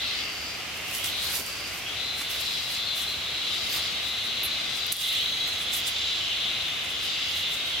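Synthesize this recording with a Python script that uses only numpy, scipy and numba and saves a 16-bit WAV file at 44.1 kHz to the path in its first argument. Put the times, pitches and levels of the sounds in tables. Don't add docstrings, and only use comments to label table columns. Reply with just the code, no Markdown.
import sys
import numpy as np
from scipy import signal
from scipy.fft import rfft, irfft, next_fast_len
from scipy.io import wavfile
from scipy.ndimage import uniform_filter1d
from numba import njit

SR = 44100
rng = np.random.default_rng(int(sys.argv[2]) if len(sys.argv) > 2 else 0)


def output_pcm(signal):
    pcm = np.clip(np.atleast_2d(signal).T, -1, 1) * 32767
    wavfile.write(sys.argv[1], SR, np.round(pcm).astype(np.int16))


N = 343980
TIME = np.arange(N) / SR


def undb(db):
    return 10 ** (np.asarray(db) / 20)


def unit(x):
    return x / np.sqrt(np.mean(x ** 2))


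def over_time(table):
    times, *columns = np.transpose(table)
    return [np.interp(TIME, times, column) for column in columns]


def over_spectrum(table):
    hz, value = np.transpose(table)
    return np.interp(np.log(np.fft.rfftfreq(N, 1 / SR) + 1), np.log(hz), value)


def pan(left_minus_right_db):
    return undb(np.array([left_minus_right_db, -left_minus_right_db]) / 2).reshape(2, -1)


@njit
def resonator(x, hz, width):
    y, band_state, low_state = np.empty(len(x)), 0., 0.
    for i in range(len(x)):
        g, damping = np.tan(np.pi * hz[i] / SR), width / hz[i]
        band = (band_state + g * (x[i] - low_state)) / (1 + g * (g + damping))
        band_state = 2 * band - band_state
        low_state += 2 * g * band
        y[i] = damping * band
    return y


def mode(x, hz, width):
    hz, width = np.full(N, 1.) * hz, float(width)
    return resonator(resonator(x, hz, width), hz, width)


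def drift(rate_hz):
    hold = int(SR / rate_hz)
    steps = np.repeat(rng.standard_normal(N // hold + 1), hold)
    return unit(uniform_filter1d(uniform_filter1d(steps, hold), hold)[:N])


def clicks(rate_hz, wander, jitter_s, spread_db):
    cycles = np.cumsum(rate_hz * (1 + wander * drift(12))) / SR
    chance = rng.standard_normal((4096, 2))[:int(cycles[-1])]
    centres = SR * (np.interp(np.arange(len(chance)), cycles, TIME) + jitter_s * chance[:, 0])
    samples = np.clip(centres.astype(int)[:, None] + np.arange(-4, 5), 0, N - 1)
    offset = samples - centres[:, None]
    pulses = np.sinc(offset) * np.cos(offset * np.pi / 10) ** 2 * undb(spread_db * chance[:, 1:])
    return unit(np.bincount(samples.ravel(), pulses.ravel(), N))


def scatter(x, direct_db, t60_s=.63):
    t = np.arange(int(SR * .4)) / SR
    tails = rng.standard_normal((2, 2, len(t))) * 10 ** (-3 * t / t60_s)
    tails /= np.sqrt(np.sum(tails ** 2, axis=2, keepdims=True))
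    size = next_fast_len(N + len(t))
    paths = irfft(rfft(x, size) * rfft(tails, size), size)[..., :N]
    turn = 1.5 * drift(2.5)
    diffuse = np.cos(turn) * paths[0] + np.sin(turn) * paths[1]
    return (diffuse + undb(direct_db) * x) / np.sqrt(1 + undb(2 * direct_db))


# frequency in Hz, relative spectral density in dB.
HISS_SPECTRUM = [(15, -42), (25, -20), (77, -2), (160, -7.5), (255, -7.5), (527, -8.5), (729, -6),
                 (905, -11.5), (1180, -6.5), (1820, -7.5), (2150, -2.5), (2890, -1.5), (3500, -6),
                 (4300, -7.5), (5600, -10), (8730, -19.5), (12700, -21.5), (15800, -28)]
# frequency in Hz, correlation from 0 to 1.
HISS_CORRELATION = [(30, .95), (70, 0.99), (130, 0.83), (290, 0.52), (640, 0.59), (1410, 0.67), (3100, 0.4),
                    (6820, 0), (15000, 0.18)]
# frequency in Hz, left minus right in dB.
HISS_BALANCE = [(200, 0), (700, -1.5), (1800, -2), (4000, 1.5), (12000, -1.5)]


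def distant_hiss():
    mid, side = rfft(rng.standard_normal((2, N)))
    alike = np.clip(over_spectrum(HISS_CORRELATION), 0, 1)
    pair = np.sqrt(1 + alike) * mid + np.sqrt(1 - alike) * side * np.array([[1], [-1]])
    spectrum = pair * undb(over_spectrum(HISS_SPECTRUM)) * pan(over_spectrum(HISS_BALANCE))
    return unit(irfft(spectrum, N)) * undb(-35.5 + .5 * drift(3))


# time in seconds, level in dB.
CHORUS_LEVELS = [(0.0, -39.5), (0.61, -43.5), (1.0, -40.5), (1.75, -50), (2.0, -43.5), (2.3, -41),
                 (3.0, -45), (3.65, -40.5), (4.9, -41.5), (5.1, -37), (5.5, -40.5), (5.7, -39.5),
                 (7.8, -39)]


def far_chorus():
    db, = over_time(CHORUS_LEVELS)
    drive = rng.standard_normal(N)
    song = unit(mode(drive, hz=2810, width=760)) + unit(mode(drive, hz=2110, width=200)) * undb(-5.5)
    return scatter(song * undb(db + 1.7 * drift(9.1)), direct_db=-4.5) * pan(-.47)


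# start and end in seconds, centre, width and click rate in Hz,
# level in dB.
INSECT_CALLS = [(0, .85, 13400, 800, 120, -59), (.85, 3.2, 13200, 900, 120, -64),
                (5.3, 5.56, 6500, 600, 300, -53), (3.9, 7.8, 6300, 1600, 300, -54),
                (.42, .58, 7630, 200, 200, -61)]


def small_insects():
    song = 0
    for start, end, hz, width, rate_hz, db in INSECT_CALLS:
        gate = np.clip(np.minimum(TIME - start + .053, end - TIME + .037) / .033, 0, 1)
        drive = clicks(rate_hz, wander=.03, jitter_s=.0006, spread_db=3)
        song += unit(mode(drive, hz, width)) * gate * undb(db + 1.5 * drift(5))
    return scatter(song, direct_db=6.4)


# centre in Hz, width in Hz, relative gain in dB.
RASP_MODES = [(4650, 1400, -5), (5250, 350, -9), (5800, 450, -11), (6600, 1200, -13)]
# start in seconds, climb level in dB, delay to full rasp and
# its hold in seconds, rasp level in dB, relative level of its narrow mode in dB.
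RASP_PHRASES = [(-.2, -30, 0.38, 0.31, -41.5, 2), (.94, -31, 0.38, .33, -42, 0),
                (2.223, -37, 0.14, 0.39, -39.5, -3), (3.26, -37, 0.28, 0.31, -37, -5),
                (4.38, -36.5, 0.27, 0.35, -40, -4), (5.62, -42, 0.23, 0.37, -37, -10),
                (6.82, -33.5, 0.28, 0.18, -39, 0)]


def rasping_cicada():
    climb_s, from_hz, to_hz = .46, 2700, 4150
    rise_db_per_s, fall_db_per_s = 70, 86
    drive = clicks(rate_hz=185.7, wander=.012, jitter_s=.0004, spread_db=2.5)
    blurred = drive + 1.9 * rng.standard_normal((2, N))
    columns = np.transpose(RASP_PHRASES)
    phrase_start, climb_db, rasp_delay = columns[:3, np.searchsorted(columns[0], TIME) - 1]
    progress = np.clip((TIME - phrase_start) / climb_s, 0, 1)
    hz = to_hz + (from_hz - to_hz) * (1 - progress) ** 3
    upper = mode(blurred[0], hz, width=850)
    lower = mode(blurred[1], hz - 700 * progress, width=900) * undb(-2.5)
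    song = unit(upper + lower) * undb(climb_db) * np.abs(np.sin(np.pi * progress ** 1.2)) ** .7
    creeping_hz = 4660 + 330 * np.clip(TIME - phrase_start - rasp_delay, -.1, .5)
    narrow = unit(mode(blurred[0], creeping_hz, width=420))
    broad = unit(sum(undb(db) * mode(drive, centre, width) for centre, width, db in RASP_MODES))
    for start, _, delay, hold, db, narrow_db in RASP_PHRASES:
        age = TIME - start - delay
        fade_db = np.maximum(0, np.maximum(-age * rise_db_per_s, (age - hold) * fall_db_per_s))
        song += (narrow * undb(narrow_db) + broad * undb(-2.5)) * undb(db - fade_db)
    return scatter(song, direct_db=-2.9, t60_s=.12) * pan(2.2)


# time in seconds, level in dB, left minus right in dB,
# lower belly mode minus upper in dB.
BUZZ_CONTOUR = [(1.82, -55, 2, 2.5), (1.88, -37.5, 4, 2.5), (2.05, -30, 2.5, -5.5), (2.26, -39.5, 1, 5),
                (2.45, -33, 2, 2), (2.9, -32.5, 4, 0.5), (3.03, -35, 2, 2.5), (3.25, -32.5, 1, -4),
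                (3.5, -33, 2, 2.5), (3.81, -29.5, 2, -0.5), (4.2, -31, 1.5, -1.5), (4.5, -30.5, 2, -2.5),
                (4.88, -31, 3, 0), (5.05, -28, -2, 3), (5.44, -28, 0, -1.5), (5.62, -33.5, -0.5, 3.5),
                (5.85, -33, -3, 3), (6.05, -30, -0.5, 2.5), (6.57, -28.5, 0.5, -2.5), (6.86, -34, 2, -1),
                (7.2, -33, 0, 3.5), (7.46, -28.5, -1.5, -3.5), (7.6, -28, 2, -5), (7.8, -29, 0, -1)]
# peak time and length in seconds, level in dB, centre in Hz.
BUZZ_CHIRPS = [(1.89, 0.075, -36.5, 3250), (2.45, 0.06, -41, 3790), (2.658, .065, -44, 3760),
               (2.877, 0.047, -36, 4320), (2.92, .08, -33, 4030), (3.111, 0.081, -32, 4130),
               (3.2, .065, -42, 4100), (3.278, .065, -35, 3520), (3.293, .06, -37, 3780),
               (3.354, 0.06, -35.5, 4050), (3.542, .065, -35, 3790), (3.81, 0.073, -34.5, 4010),
               (4.08, .08, -33.5, 3840), (5.146, 0.13, -46, 3260), (5.404, 0.1, -45, 3250),
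               (6.045, 0.1, -38, 3750), (6.05, .15, -45, 3290), (6.484, .12, -41, 3260),
               (7.46, 0.16, -40, 3330)]


def buzzing_cicada():
    from_hz, to_hz, climb_s, sag_hz_per_s = 2100, 3788, .072, 71
    offset_hz, width_hz, even_mix = 270, 760, .072
    db, pan_db, lower_db = over_time(BUZZ_CONTOUR)
    age = np.maximum(TIME - BUZZ_CONTOUR[0][0], 0)
    hz = to_hz + (from_hz - to_hz) * np.exp(-age / climb_s) - sag_hz_per_s * age + 60 * drift(8.7)
    steady = clicks(rate_hz=253, wander=.0013, jitter_s=0, spread_db=2)
    noise = rng.standard_normal((2, N))
    comb = resonator(steady, np.full(N, 3750.), width=900.) * undb(3 * drift(9))
    drive = np.sqrt(1 - even_mix) * noise + np.sqrt(even_mix) * comb
    lower = mode(drive[0], hz - offset_hz, width_hz) * undb(lower_db)
    upper = mode(drive[1], hz + offset_hz, width_hz)
    song = unit(lower - upper) * undb(db + .54 * drift(14)) * (age > 0)
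    chirps = 0
    for peak, length, chirp_db, chirp_hz in BUZZ_CHIRPS:
        swell = np.exp(-(2 * (TIME - peak) / length) ** 2)
        chirps += unit(mode(steady, chirp_hz, width=220)) * undb(chirp_db) * swell
    buzz = scatter(song, direct_db=-4.5, t60_s=.1) * pan(pan_db)
    return buzz + scatter(chirps, direct_db=12, t60_s=.17) * pan(5.4)


# peak time and length in seconds, level in dB, centre in Hz.
VINE_TUGS = [(1.294, .04, -37, 1200), (1.4, 0.057, -37.5, 500), (2.217, 0.014, -33.5, 1500),
             (2.362, 0.044, -49, 1000), (3.773, 0.055, -38.5, 900)]


def vine_tugs():
    out = 0
    for peak, length, db, hz in VINE_TUGS:
        grit = unit(resonator(rng.standard_normal(N), np.full(N, float(hz)), width=1.6 * hz))
        out += grit * undb(db) * np.exp(-(2 * (TIME - peak) / length) ** 2)
    return out * pan(-1.2)


# peak time in seconds, level in dB, swell and fade in seconds
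# per 10 dB.
LEAF_DRAGS = [(0.774, -44, 0.018, 0.027), (.91, -37.5, 0.083, .04), (.97, -32.5, .05, 0.058),
              (1.045, -31, .015, 0.099), (1.39, -29, 0.18, 0.05), (1.462, -39.5, .015, 0.18),
              (1.79, -42, 0.3, 0.043), (2.218, -34, 0.036, 0.029), (2.31, -38.5, .02, 0.37),
              (2.408, -36, .04, .05), (2.75, -39.5, 0.13, 0.067), (2.975, -36, 0.025, 0.14),
              (3.56, -41, 0.072, .03), (3.73, -33.5, 0.072, 0.073), (4.074, -42, 0.044, .06),
              (4.27, -45, 0.11, 0.067), (4.77, -40, .04, .07), (4.926, -28.5, 0.006, 0.22),
              (5.075, -32.5, .03, 0.073), (5.48, -40, 0.016, .03), (5.54, -37.5, 0.018, .03),
              (5.62, -38, 0.046, 0.022), (5.735, -31.5, 0.022, 0.082), (5.876, -32, 0.016, 0.026),
              (6.69, -48, .06, .03), (6.845, -43, 0.012, .03), (6.905, -42, .02, 0.026),
              (7.04, -41, .025, 0.044), (7.32, -41, .04, 0.067), (7.385, -35.5, 0.047, 0.035),
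              (7.538, -40, 0.056, 0.049), (7.665, -47, .01, 0.084)]
# frequency in Hz, relative spectral density in dB.
LEAF_SPECTRUM = [(300, -11), (1500, 0), (3000, 6), (6200, 5.5), (8000, 3.5), (10800, 3), (13500, 3.5),
                 (15800, -2)]


def leaf_rustle():
    cracks_per_s = 1200
    level_db = np.max([db - 10 * np.maximum((peak - TIME) / swell, (TIME - peak) / fade)
                       for peak, db, swell, fade in LEAF_DRAGS], axis=0)
    timing, polarity, size = rng.random((3, 3, N))
    cracks = (timing < cracks_per_s / SR) * np.sign(polarity - .5) * undb(-3.5 * np.log(size + .02))
    grit = unit(cracks) + .9 * rng.standard_normal((3, N))
    leaves = irfft(rfft(grit[0] + 1.5 * grit[1:]) * undb(over_spectrum(LEAF_SPECTRUM)), N)
    bright_hz = 10500 * np.exp(.22 * np.clip(drift(55), -1.6, 1.6))
    leaves += .9 * np.array([resonator(side, bright_hz, width=2500.) for side in leaves])
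    return unit(leaves) * undb(level_db + 2.2 * drift(40)) * pan(-1.8)


# start in seconds, peak level in dB, centre in Hz.
TWIG_SNAPS = [(0.913, -24, 10800), (0.95, -18, 9850), (0.9574, -29, 8510), (0.9834, -21, 10800),
              (1.043, -19, 7110), (1.3024, -24, 12000), (1.3514, -22, 11000), (1.3994, -19, 7530),
              (1.464, -23, 8830), (2.4104, -24, 10600), (2.7492, -24, 7010), (3.7264, -23, 6250),
              (4.866, -20, 13200), (4.9202, -16, 11300), (4.9244, -6, 8500), (4.9275, -4.5, 13100),
              (4.9664, -15, 11500), (5.7359, -22, 8810), (5.7653, -20, 13000), (5.8706, -27, 10800)]


def twig_snaps():
    t = np.arange(4096) / SR
    out = np.zeros((2, N + len(t)))
    for start, db, hz in TWIG_SNAPS:
        noise = rng.standard_normal((3, len(t)))
        burst = noise[0] * np.exp(-t / .0005)
        ring = resonator(burst, np.full(len(t), float(hz)), width=2800.)
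        crack = .19 * np.diff(burst, prepend=0) + 3 * ring
        tail = np.diff(noise[1:], prepend=0) * np.exp(-t / .01) * undb(-21)
        i = int(start * SR)
        out[:, i:i + len(t)] += undb(db) * (crack / np.abs(crack).max() + tail)
    return out[:, :N] * pan(-2.5)


# start in seconds, drive level in dB, length in seconds,
# extra drive to the upper modes in dB.
BLADE_TOUCHES = [(4.43, -17, 0.051, -3), (5.59, -32, 0.024, -18), (5.622, -31, .01, -18),
                 (5.725, -39, .04, 2), (5.765, -32, .012, 2), (5.87, -25, .012, -12)]
# frequency in Hz, gain in dB, time to decay by 60 dB in seconds.
BLADE_MODES = [(10680, -4, .1), (13065, 0, .1), (14600, -22, .08), (15415, -12, .1)]


def steel_blade():
    attack_s = .00095
    grit, ring = rng.standard_normal(N), 0
    for k, (hz, mode_db, t60) in enumerate(BLADE_MODES):
        force = 0
        for start, db, length, upper_db in BLADE_TOUCHES:
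            contact = np.clip(np.minimum((TIME - start) / attack_s, 1 - (TIME - start) / length), 0, 1)
            force += contact * undb(db + (upper_db if k else 0)) / np.sqrt(length * SR)
        pole = np.exp(2j * np.pi * hz / SR - np.log(1000) / (t60 * SR))
        ring += undb(mode_db) * signal.lfilter([1], [1, -pole], force * grit).imag
    return ring * pan(-5)


def scene():
    insects = buzzing_cicada() + rasping_cicada() + far_chorus() + small_insects()
    vine_work = leaf_rustle() + vine_tugs() + twig_snaps() + steel_blade()
    return insects + vine_work + distant_hiss()


@njit
def follow_peaks(x, attack_s, release_s):
    level, envelope = 0., np.empty(len(x))
    for i in range(len(x)):
        level += (x[i] - level) / (SR * (attack_s if x[i] > level else release_s))
        envelope[i] = level
    return envelope


def record(dry):
    threshold_db, cutoff_hz = -15, 15850
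    peak = follow_peaks(np.abs(dry).max(axis=0), attack_s=.0002, release_s=.2)
    limited = dry * np.minimum(1, undb(threshold_db) / (peak + 1e-9))
    return signal.sosfilt(signal.ellip(10, .2, 80, cutoff_hz, fs=SR, output="sos"), limited)


dry = scene()
out = record(dry)
output_pcm(out)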